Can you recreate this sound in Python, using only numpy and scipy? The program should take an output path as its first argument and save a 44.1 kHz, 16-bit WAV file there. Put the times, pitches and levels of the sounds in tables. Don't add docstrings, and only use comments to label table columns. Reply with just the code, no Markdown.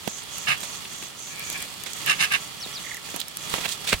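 import sys
import numpy as np
from scipy import signal
from scipy.fft import rfft, irfft
from scipy.io import wavfile
from scipy.ndimage import map_coordinates

SR = 44100
rng = np.random.default_rng(int(sys.argv[2]) if len(sys.argv) > 2 else 0)


def store_wav(level_fs):
    pcm = np.round(np.clip(np.atleast_2d(level_fs), -1, 1) * 32767)
    wavfile.write(sys.argv[1], SR, pcm.T.astype(np.int16))


N = 176400

# start_s, rise_s, hold_s, fall_s, level_db, treble_db
RASP_STROKES = [(0.466, 0.018, .038, 0.047, -18, -5), (2.054, 0.038, 0.024, 0.044, -17.5, -1.5),
                (2.184, 0.027, 0.034, .042, -19, 1.5), (2.302, 0.025, 0.027, 0.026, -17.5, -4)]
# pitch_hz, width_hz, left_db, right_db
HOUSING_MODES = [(154, 77, -14.5, -5), (795, 393.0, -14.5, -12.0), (1206, 180, 2, -5.5), (1645, 160, -5, 5),
                 (1737, 320, 3, -4.5), (2233, 400, -15.5, 4.5), (2630, 270, -0.5, -7),
                 (2700, 186, -56, 10.5), (2930, 210, -19, 6.5), (3800, 960, -6.5, -2.5),
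                 (5050, 280, -2, -11), (6450, 3500, -13, -10.5), (9640, 1700, -11.0, -12.5),
                 (12200, 2700, -22, -17)]
# frequency_hz, left_lead_rad
PORT_PHASE = [(200, -1.8), (850, 1), (1150, 2.3), (1800, 1.6), (2300, 9), (2750, 1.5), (3200, 15.5),
              (3800, 9), (4400, 5.5), (5100, 7), (6400, 10)]
# peak_s, rise_s, decay_s, thud_db, knock_db, crunch_db, stem_ring_db, fizz_db, pan_db
STEM_BUMPS = [(0.077, 0.0014, 0.0029, -23, -26.5, -29, -31.5, -37, -15.5),
              (0.622, 0.0012, 0.0024, -37, -42, -50, -55, -55, 8),
              (0.634, 0.0046, 0.02, -53, -41.5, -38, -38, -32.5, -9),
              (0.854, .003, .005, -56, -59, -36.5, -36, -50, 1),
              (1.029, 0.0082, .005, -42, -52, -39, -37, -54, -1),
              (1.863, 0.0027, 0.021, -46, -47, -36.5, -34.5, -37, -11),
              (1.934, 0.0009, 0.0018, -50, -54, -44, -46, -27.5, -12),
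              (2.082, 0.0041, 0.026, -40, -46, -48, -50, -55, 1),
              (2.663, 0.0013, 0.0048, -33, -47, -55, -55, -55, 2),
              (3.090, .005, .006, -55, -44, -40, -52, -55, -5),
              (3.1423, .0008, 0.0029, -39, -25, -40, -43, -48, -13),
              (3.164, .002, 0.0086, -37, -39, -37, -45, -47, -7),
              (3.201, 0.006, 0.0073, -52, -58, -49, -30, -38, -13.5),
              (3.215, 0.0009, 0.0043, -61, -49, -49, -28.5, -43, -14),
              (3.54, 0.00043, 0.0016, -35, -13.5, -19, -25.5, -34, -11),
              (3.549, 0.0023, 0.0078, -47, -32.5, -36, -39, -46, -9),
              (3.583, 0.0013, 0.0071, -34, -31.5, -34, -40, -44, -7),
              (3.609, .003, 0.013, -45, -46, -38, -38, -37, -5),
              (3.660, 0.013, .005, -41.5, -33.5, -27.5, -28, -40, -13.5),
              (3.691, 0.0036, 0.0068, -59, -55, -43, -32, -32.5, -12),
              (3.724, 0.014, 0.015, -58, -61, -47, -33, -31, -12.5),
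              (3.875, 0.0028, 0.0065, -55, -50, -29, -25, -30, -3),
              (3.893, 0.0098, .026, -51, -42, -29, -27, -27, -6),
              (3.9308, .003, 0.0014, -17, -19, -12, -17, -26, -4.5),
              (3.94, 0.0053, 0.0052, -44, -27, -22, -28, -33, -1)]
# frequency_hz, gain_db
BUMP_SPECTRA = [
    [(40, -26), (130, 0), (400, 7), (800, -20.5)],
    [(220, -10.5), (480, -0.5), (720, 4), (1100, -6), (2000, -28)],
    [(650, -20), (1400, -1.5), (2000, 2.5), (2650, 4.5), (4500, -26)],
    [(1700, -26.5), (2800, -5.5), (3450, 2.5), (4200, -3), (7000, -22)],
    [(2000, -24), (4300, 2), (8000, 5.5), (11500, -7), (16000, -8)],
]
# peak_s, relative_db, pan_db
STEM_SNAPS = [(0.3826, -15, -4.0), (1.3947, -16, -3.0), (1.5006, -11.5, -8), (1.527, -16, 0),
              (1.6213, -18, -5.0), (1.813, -31, 0), (1.8368, -17, 13), (1.9304, -29, -8.0),
              (2.0622, -13, -13), (2.3227, -12, -8), (2.9454, -19, -3.0), (3.162, -14.5, -14),
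              (3.2026, -12.5, -7.5), (3.2826, -17.5, -5), (3.3706, -10.5, -2.0)]
# frequency_hz, gain_db
SNAP_SPECTRUM = [(200, 2), (1500, -5), (4000, -1.5), (9000, 5), (14000, 4), (16000, -5.5)]
# time_s, level_db
RUSTLE_LEVELS = [(0, -42), (.26, -40), (.37, -38), (.6, -37.5), (.76, -37.5), (.92, -40), (1.04, -38.5),
                 (1.13, -45), (1.28, -40), (1.46, -37.5), (1.62, -35), (1.75, -40.5), (1.88, -39.5),
                 (2.0, -35.5), (2.42, -37), (2.52, -39), (2.78, -37.5), (2.95, -39), (2.99, -42),
                 (3.12, -35.5), (3.25, -43.5), (3.34, -43), (3.44, -37), (3.52, -29.5), (3.73, -36),
                 (3.78, -39.5), (3.85, -35.5), (4, -39)]
# frequency_hz, gain_db
RUSTLE_SPECTRUM = [(40, -5), (150, 4.5), (400, -1.5), (1000, 3.5), (1700, -1), (2400, 3), (3500, 3),
                   (5000, -0.5), (9000, -3), (11000, -7.5), (15500, -11)]
# frequency_hz, gain_db
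CRACKLE_SPECTRUM = [(500, -3), (2500, 4.5), (6000, 5.5), (9300, 15), (11000, -32.5), (13600, 12),
                    (15500, -18.5)]
# start_s, length_s, level_db
INSECT_BUZZES = [(0.044, 0.19, -39), (.29, .19, -38.5), (0.578, 0.24, -41.5), (0.87, 0.23, -42),
                 (1.158, .2, -40), (1.415, 0.16, -38), (1.853, 0.4, -44.5), (2.356, 0.14, -46),
                 (2.78, 0.21, -44.5), (3.05, 0.21, -47), (3.366, 0.14, -43.5)]
# frequency_hz, gain_db
BUZZ_SPECTRUM = [(3000, -50), (5300, -11), (6100, 0.5), (6600, 2.5), (7600, -4), (8600, -12), (12000, -31)]
# start_s, length_s, level_db
CHIRP_NOTES = [(2.598, .058, -34.5), (2.730, .058, -35)]
# length_fraction, pitch_hz, gain_db
CHIRP_CONTOUR = [(0, 6240, -6), (.2, 5950, -8), (.45, 5150, -2), (.65, 4330, 0), (.85, 3720, 0),
                 (1, 3680, 0)]
# start_s, length_s, level_db
TRILL_NOTES = [(2.837, .021, -38), (2.860, 0.018, -32), (2.882, .021, -37), (2.906, 0.0185, -29),
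               (2.933, 0.0236, -33.5), (2.961, 0.024, -36)]
# length_fraction, pitch_hz, gain_db
TRILL_CONTOUR = [(0, 2620, -20), (.3, 2106, -5.5), (.55, 1990, -2.5), (.8, 1800, -7), (0.998, 1690, -16)]
# start_s, length_s, level_db
FAR_CALL_SPANS = [(1.29, .37, -42)]
# frequency_hz, gain_db
FAR_CALL_SPECTRUM = [(1200, -46), (1700, 1), (2050, -16), (2330, 9), (2650, -7), (3300, -40)]
# frequency_hz, gain_db
AIR_SPECTRUM = [(25, -20), (60, -6), (150, -1), (420, -4), (620, -6), (950, -5), (1300, -7.5), (2200, -6),
                (3200, -4), (4300, -6.5), (6200, -11), (8600, -10.5), (11000, -19), (15500, -21)]


def rasps():
    t, treble_hz = clock(), 3740
    ring = housing(stick_slip())
    treble = irfft(rfft(ring) / (1 + (treble_hz / bins()) ** 8), N)
    out = 0
    for start, rise, hold, fall, db, treble_db in RASP_STROKES:
        release = np.exp(-2.3 * np.maximum(t - start - rise - hold, 0) / fall)
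        pressure = np.clip((t - start) / rise, 0, 1) * release
        out += undb(db) * (pressure * (ring - treble) + undb(treble_db) * pressure ** 1.3 * treble)
    return out


def stick_slip():
    chatter_hz, chatter_db, judder_db = 95, 1.3, 0.8
    chatter = np.sin(2 * np.pi * np.cumsum(chatter_hz * (1 + 0.198 * walk(60))) / SR)
    slips = clicks(per_s=4500, scatter_db=2.7, shared=0.43)
    return slips * undb(judder_db * walk(300) + chatter_db * chatter)


def housing(slips):
    f, modes = bins(), np.array(HOUSING_MODES)
    hz, width, port_db = modes[:, :1], modes[:, 1:2], modes[:, 2:].T
    detuning = (f / hz - hz / f) * hz / width / 1.08
    power = undb(2 * port_db) @ (1 + detuning ** 2) ** -2
    cepstrum = irfft(np.log(power[1]) / 2, N)
    minimum_phase = rfft(2 * cepstrum[:N // 2], N).imag
    left_lead = np.interp(f, *np.array(PORT_PHASE).T)
    phase = minimum_phase + np.array([left_lead, 0 * left_lead])
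    ring = unit(irfft(rfft(slips) * np.sqrt(power) * np.exp(1j * phase), N))
    drift = np.cumsum(1 + 0.015 * walk(40))
    return np.array([map_coordinates(side, [drift], mode="mirror") for side in ring])


def bumps():
    thump_hz, thump_rise_s, thump_decay_s = 203, 0.00091, 0.0052
    t, out = clock(), np.zeros((2, N))
    bands = [colour(clicks(per_s=14000, scatter_db=1.8, shared=0.32), curve) for curve in BUMP_SPECTRA]
    for at, rise, decay, *bands_db, pan_db in STEM_BUMPS:
        near = slice(max(int((at - .1) * SR), 0), int((at + .2) * SR))
        age = t[near] - at
        grains = sum(undb(db) * band[:, near] for db, band in zip(bands_db, bands))
        grains *= spike(age, rise, decay)
        thump = np.sin(2 * np.pi * thump_hz * age) * spike(age, thump_rise_s, thump_decay_s)
        thud_db = bands_db[0]
        out[:, near] += (grains + undb(thud_db - 4) * thump) * pan(pan_db)
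    return out


def jolt(start_s=3.942, pitches_hz=(84, 52), decay_s=0.014):
    age = np.maximum(clock() - start_s, 0)
    wobble = sum(np.sin(2 * np.pi * hz * age) for hz in pitches_hz)
    return undb(-27) * wobble * np.exp(-age / decay_s) * pan(-9)


def grass(crackles_per_s=110, crackle_decay_s=0.0016):
    level = undb(np.interp(clock(), *np.array(RUSTLE_LEVELS).T) + 1.03 * walk(45))
    blades = colour(clicks(per_s=5000, scatter_db=2, shared=0.23), RUSTLE_SPECTRUM)
    rustle = unit(reflections(blades, decay_s=0.0096, db=-2.5))
    breaks = impulses(crackles_per_s, scatter_db=3.5, cap=4)
    grains = signal.lfilter([1], [1, -np.exp(-1 / (crackle_decay_s * SR))], breaks)
    crackle = colour(grains * rng.standard_normal((2, N)), CRACKLE_SPECTRUM)
    return (rustle + undb(-9.5) * crackle) * level * pan(-5)


def snaps(edge_s=0.0017):
    t, envelope = clock(), 0
    for at, db, pan_db in STEM_SNAPS:
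        envelope += undb(db - 8.5) * (t >= at) * np.exp(-abs(t - at) / edge_s) * pan(pan_db)
    return envelope * colour(rng.standard_normal((2, N)), SNAP_SPECTRUM)


def insect():
    strikes = clicks(per_s=6000, scatter_db=0.67, shared=0.1)
    return swells(INSECT_BUZZES, edge_s=0.044) * colour(strikes, BUZZ_SPECTRUM) * pan(-4.5)


def bird(notes, contour, pan_db):
    t, out = clock(), np.zeros(N)
    fraction, hz, gain_db = np.array(contour).T
    waver = 1 + 0.025 * walk(650)
    for start, length, db in notes:
        on = (t > start) & (t < start + length)
        progress = (t[on] - start) / length
        phase = 2 * np.pi * np.cumsum(np.interp(progress, fraction, hz) * waver[on]) / SR
        level = undb(db + np.interp(progress, fraction, gain_db))
        fade = np.minimum(1, 10 * np.minimum(progress, 1 - progress))
        out[on] += np.sqrt(2) * level * fade * np.sin(phase)
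    return out * pan(pan_db)


def far_call():
    flutter = undb(4.3 * walk(39.83))
    band = colour(rng.standard_normal((2, N)), FAR_CALL_SPECTRUM)
    return swells(FAR_CALL_SPANS, edge_s=0.02) * flutter * band


def air():
    hiss = colour(pair(rng.standard_normal((3, N)), shared=0.13), AIR_SPECTRUM)
    return hiss * undb(-45 + 0.27 * walk(6.22)) * pan(-2)


def reflections(x, decay_s, db):
    tail = rng.standard_normal((2, N)) * np.exp(-clock() / decay_s)
    tail /= np.sqrt(np.sum(tail ** 2, axis=1, keepdims=True))
    return x + undb(db) * signal.fftconvolve(x, tail, axes=1)[:, :N]


def impulses(per_s, scatter_db, cap):
    return (rng.random(N) < per_s / SR) * undb(scatter_db * np.minimum(rng.exponential(size=N), cap))


def clicks(per_s, scatter_db, shared):
    return unit(impulses(per_s, scatter_db, cap=3) * pair(np.sign(rng.standard_normal((3, N))), shared))


def swells(rows, edge_s):
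    t = clock()
    return sum(undb(db) * np.clip(np.minimum(t - start, start + length - t) / edge_s, 0, 1)
               for start, length, db in rows)


def spike(age, rise_s, decay_s):
    return np.exp(np.minimum(age / rise_s, -age / decay_s))


def walk(per_s):
    knots = rng.standard_normal(4096)
    return np.interp(clock() * per_s, np.arange(len(knots)), knots)


def colour(x, spectrum):
    hz, db = np.array(spectrum).T
    return unit(irfft(rfft(x) * undb(np.interp(np.log(bins()), np.log(hz), db)), N))


def pair(three, shared):
    return np.sqrt(shared) * three[0] + np.sqrt(1 - shared) * three[1:]


def pan(db):
    return undb(np.array([[db], [-db]]) / 2)


def undb(db):
    return 10 ** (np.asarray(db) / 20)


def unit(x):
    return x / np.sqrt(np.mean(x ** 2))


def clock():
    return np.arange(N) / SR


def bins():
    return np.maximum(np.arange(N // 2 + 1) * SR / N, 1)


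def scene():
    chirps = bird(CHIRP_NOTES, CHIRP_CONTOUR, pan_db=-0.5)
    trill = bird(TRILL_NOTES, TRILL_CONTOUR, pan_db=-5)
    birds = reflections(chirps + trill, decay_s=0.012, db=-6.5)
    return rasps() + bumps() + jolt() + grass() + snaps() + insect() + birds + far_call() + air()


def record(dry, top_hz=16000):
    return signal.sosfilt(signal.ellip(10, .2, 80, top_hz, fs=SR, output="sos"), dry)


dry = scene()
out = record(dry)
store_wav(out)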